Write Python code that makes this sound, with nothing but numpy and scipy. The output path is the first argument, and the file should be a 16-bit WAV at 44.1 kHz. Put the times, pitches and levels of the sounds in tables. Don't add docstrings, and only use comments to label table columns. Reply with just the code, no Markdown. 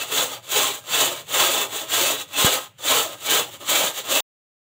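import sys
import numpy as np
from scipy import signal
from scipy.fft import rfft, irfft
from scipy.io import wavfile

SR = 44100
rng = np.random.default_rng(int(sys.argv[2]) if len(sys.argv) > 2 else 0)


def wrap_up_sound(samples):
    columns = np.atleast_2d(samples).T
    tamed = np.clip(columns, -1, 1)
    steps = np.round(tamed * 32767).astype(np.int16)
    wavfile.write(sys.argv[1], SR, steps)


N = 208236
TIME = np.arange(N) / SR


def undb(db):
    return 10 ** (np.asarray(db) / 20)


def unit(x):
    return x / np.sqrt(np.mean(x ** 2))


def walk(rate):
    knots = rng.standard_normal(8192)
    return unit(np.interp(TIME * rate, np.arange(len(knots)), knots))


def colour(x, points):
    hz, db = np.transpose(points)
    bins = np.arange(len(x) // 2 + 1) * SR / len(x)
    gain = undb(np.interp(np.log(bins + 1), np.log(hz), db))
    return irfft(rfft(x) * gain, len(x))


# (f/Hz, relative level/dB)
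RUMBLE_COLOUR = [(25, -37), (60, -18.5), (115, 6), (170, -5.5), (400, -27.5), (1000, -25), (3000, -14.5),
                 (5200, -48), (15000, -46.5)]
RUMBLE_DB = -56


def kitchen(x, wet_db, t60):
    t = TIME[:SR // 2]
    tail = rng.standard_normal(len(t)) * np.exp(-np.log(1000) * t / t60) * (t > .006)
    tail = signal.sosfilt(signal.butter(1, 3500, fs=SR, output="sos"), tail / np.linalg.norm(tail))
    reverb = undb(wet_db) * signal.fftconvolve(x, tail)[:N]
    rumble = unit(colour(rng.standard_normal(N), RUMBLE_COLOUR))
    return x + reverb + rumble * undb(RUMBLE_DB + 1.5 * walk(2.4))


# (t/s, thud peak level/dB, contact time/s)
BUMPS = [(1.406, -31, .003), (2.4453, -9.5, .0018)]
# (peak level relative to the thud/dB, decay time/s, centre f/Hz, width f/Hz)
BUMP_NOISE = (-8.5, 0.05, 1801, 2999)
BUMP_HZ, BUMP_WIDTH_HZ = 125, 125


def bump():
    noise_db, decay, noise_hz, noise_width = BUMP_NOISE
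    thud_filter = signal.iirpeak(BUMP_HZ, BUMP_HZ / BUMP_WIDTH_HZ, fs=SR)
    noise_filter = signal.iirpeak(noise_hz, noise_hz / noise_width, fs=SR)
    out = 0
    for start, peak_db, contact in BUMPS:
        push = np.sin(np.pi * np.clip((TIME - start) / contact, 0, 1)) ** 2
        thud = signal.lfilter(*thud_filter, push)
        fading = rng.standard_normal(N) * (TIME > start) * np.exp(-np.abs(TIME - start) / decay)
        burst = signal.lfilter(*noise_filter, fading)
        blow = thud / np.abs(thud).max() + undb(noise_db) * burst / np.abs(burst).max()
        out = out + undb(peak_db) * blow
    return out


def slips(per_s, scatter_db):
    happens = rng.random(N) < per_s / SR
    size = undb(scatter_db * np.minimum(rng.exponential(size=N), 4))
    sign = np.sign(rng.standard_normal(N))
    return unit(happens * size * sign)


def places(count):
    shares = np.array([walk(12) for _ in range(count)])
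    return shares / np.linalg.norm(shares, axis=0)


# (f/Hz, width f/Hz, relative level/dB)
POT_MODES = [(277.4, 21, 4.5), (367, 22, -22.5), (461, 12, -13.5), (597, 150, -9), (822, 40, -1),
             (1053, 32, -1.5), (1260, 33, -4), (1600, 11, 0.5), (1910, 14, -8.5), (2310, 41, -9),
             (2635, 45, -3), (2950, 18, -11.5), (3450, 15, -7), (3497, 65, -14.5), (3630, 37, -25),
             (3860, 18, -4.5), (4210, 16, -21), (4594, 33, -5.5), (7460, 22, -7.5)]


def pot(x, ring_db, echo_db, echo_t60):
    ring = 0
    for hz, width, db in POT_MODES:
        drive = x * undb(db + 5.6 * walk(11))
        ring = ring + signal.lfilter(*signal.iirpeak(hz, hz / width, fs=SR), drive)
    t = TIME[:SR // 6]
    echoes = 0
    for share in places(count=5):
        wash = rng.standard_normal(len(t)) * np.exp(-np.log(1000) * t / echo_t60) * (t > .001)
        echoes = echoes + signal.fftconvolve(x * share, wash / np.linalg.norm(wash))[:N]
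    heard = x + undb(ring_db) * ring + undb(echo_db) * echoes
    return heard * np.std(x) / np.std(heard)


# (t/s, stroke level jump/dB)
CATCHES = [(.116, 5.5), (.174, 3.5), (.425, 4), (.513, 3), (.559, 4), (1.003, 3), (1.396, 5), (1.72, 3.5),
           (2.277, 6), (2.329, 3), (2.444, 4), (2.782, 9), (3.749, 4.5), (4.15, 3.5)]
CATCH_RISE_S, CATCH_FADE_S = 0.003, 0.026


def gripping():
    catches = 0
    for start, jump_db in CATCHES:
        rise = np.clip((TIME - start) / CATCH_RISE_S, 0, 1)
        fade = np.exp(-np.maximum(TIME - start - CATCH_RISE_S, 0) / CATCH_FADE_S)
        catches = catches + jump_db * rise * fade
    skidding = walk(55) + 0.3 * walk(240)
    return catches, skidding


# (t at full speed/s, attack/s, hold/s, release/s,
# scrape level before sag and catches/dB, base judder level relative to scrape/dB)
PUSHES = [(0.181, 0.14, 0.041, 0.1, -22, -6.0), (0.553, 0.085, 0.11, 0.11, -20.5, -7.5),
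          (0.943, 0.076, 0.11, 0.14, -19.5, -7), (1.359, 0.076, 0.26, 0.088, -19.5, -6),
          (1.938, 0.065, 0.16, 0.13, -19.0, -7.5), (2.395, 0.071, 0.15, 0.098, -19.5, -6.5),
          (2.887, 0.064, 0.088, 0.14, -18.5, -5.5), (3.315, 0.1, 0.064, 0.1, -18.5, -7),
          (3.701, 0.053, 0.17, 0.077, -20, -6), (4.127, 0.096, 0.069, 0.1, -20.5, -5)]
# (middle t/s, half length/s,
# scrape level before catches/dB, base judder level relative to scrape/dB)
RETURNS = [(0.018, 0.033, -27, -8), (0.326, 0.053, -30.5, -10), (0.728, 0.065, -31.5, -11),
           (1.184, 0.033, -34.5, -11), (1.778, 0.071, -27.5, -7), (2.21, 0.026, -29.5, -12.5),
           (2.65, 0.027, -37, -11), (3.129, 0.025, -33.5, -7.0), (3.542, 0.038, -36, -10.5),
           (3.624, 0.028, -36, -2.5), (3.982, 0.044, -27.5, -11.5)]
SAG_DB_PER_S = 16.5
RAMP_DB, RAMP_BEND = 18, 1.23
REST_DB = -71.5


def strokes():
    moves = []
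    for full, attack, hold, release, db, judder_db in PUSHES:
        slowed = np.maximum(full - TIME, 0) / attack + np.maximum(TIME - full - hold, 0) / release
        sag_db = SAG_DB_PER_S * np.clip(TIME - full, 0, hold)
        moves.append((db - RAMP_DB * slowed ** RAMP_BEND - sag_db, judder_db))
    for middle, half, db, judder_db in RETURNS:
        moves.append((db - 20 / np.log(10) * ((TIME - middle) / half) ** 2, judder_db))
    scrape_power = sum(undb(db) ** 2 for db, _ in moves) + undb(REST_DB) ** 2
    judder_power = sum(undb(db + judder_db) ** 2 for db, judder_db in moves) + undb(REST_DB) ** 2
    return 10 * np.log10(scrape_power), 10 * np.log10(judder_power)


# (f/Hz, relative level/dB)
JUDDER_COLOUR = [(40, -38), (100, -15.5), (170, -10.5), (245, -11.5), (300, -2.5), (420, 2), (640, 4.5),
                 (725, 0), (830, 1), (1130, -1), (1300, 2), (1500, -11.5), (2400, -20.5)]


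def coils(judder_db, grip):
    jerks = unit(colour(slips(2500, scatter_db=3.0), JUDDER_COLOUR))
    return pot(jerks * undb(judder_db + 1.96 * grip), ring_db=0.0, echo_db=-2.5, echo_t60=0.13)


# (f/Hz, relative level/dB)
SCRAPE_COLOUR = [(500, -25), (1400, -9.5), (2000, -8), (2500, -8), (3000, -1.5), (3500, -.5), (4150, -6.5),
                 (5200, -16), (6100, -8.5), (7100, -3), (8100, -6.5), (9500, -14), (12800, -14.5),
                 (15300, -6.5)]


def wires(scrape_db, sizzle_db, grip):
    speed = undb(.5 * (scrape_db - scrape_db.max()))
    ticks = colour(slips(14000 * speed + 1200, scatter_db=1.0), SCRAPE_COLOUR)
    body = signal.sosfiltfilt(signal.butter(4, 5200, fs=SR, output="sos"), ticks)
    sizzle = ticks - body
    scrape = unit(body) * undb(-4.5 + 0.4 * walk(41))
    scrape = scrape + unit(sizzle) * undb(sizzle_db + 1.4 * walk(60))
    return pot(scrape * undb(scrape_db + 0.5 * grip), ring_db=3.5, echo_db=-8.0, echo_t60=0.07)


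FULL_STROKE_DB = -20
SIZZLE_DB, SIZZLE_DB_PER_DB = -1.08, 0.03
SHAKE_DB, SHAKE_DB_PER_DB = -0.18, 0.0633
JUDDER_LAG_S = 0.0072


def scene():
    catch_db, grip = gripping()
    scrape_db, judder_db = (db + catch_db for db in strokes())
    effort_db = scrape_db - FULL_STROKE_DB
    shaken_db = judder_db + SHAKE_DB + SHAKE_DB_PER_DB * effort_db
    lagging_db = np.interp(TIME - JUDDER_LAG_S, TIME, shaken_db)
    sizzle_db = SIZZLE_DB + SIZZLE_DB_PER_DB * effort_db
    scrubbing = coils(lagging_db, grip) + wires(scrape_db, sizzle_db, grip)
    mono = kitchen(scrubbing, wet_db=-23.5, t60=0.34) + bump()
    return np.array([mono, mono])


STOP_S, TOP_HZ = 4.205, 15600


def record(dry):
    thin = signal.sosfilt(signal.butter(2, 45, "high", fs=SR, output="sos"), dry)
    stopped = thin * (TIME < STOP_S)
    return signal.sosfilt(signal.ellip(12, .2, 80, TOP_HZ, fs=SR, output="sos"), stopped)


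dry = scene()
out = record(dry)
wrap_up_sound(out)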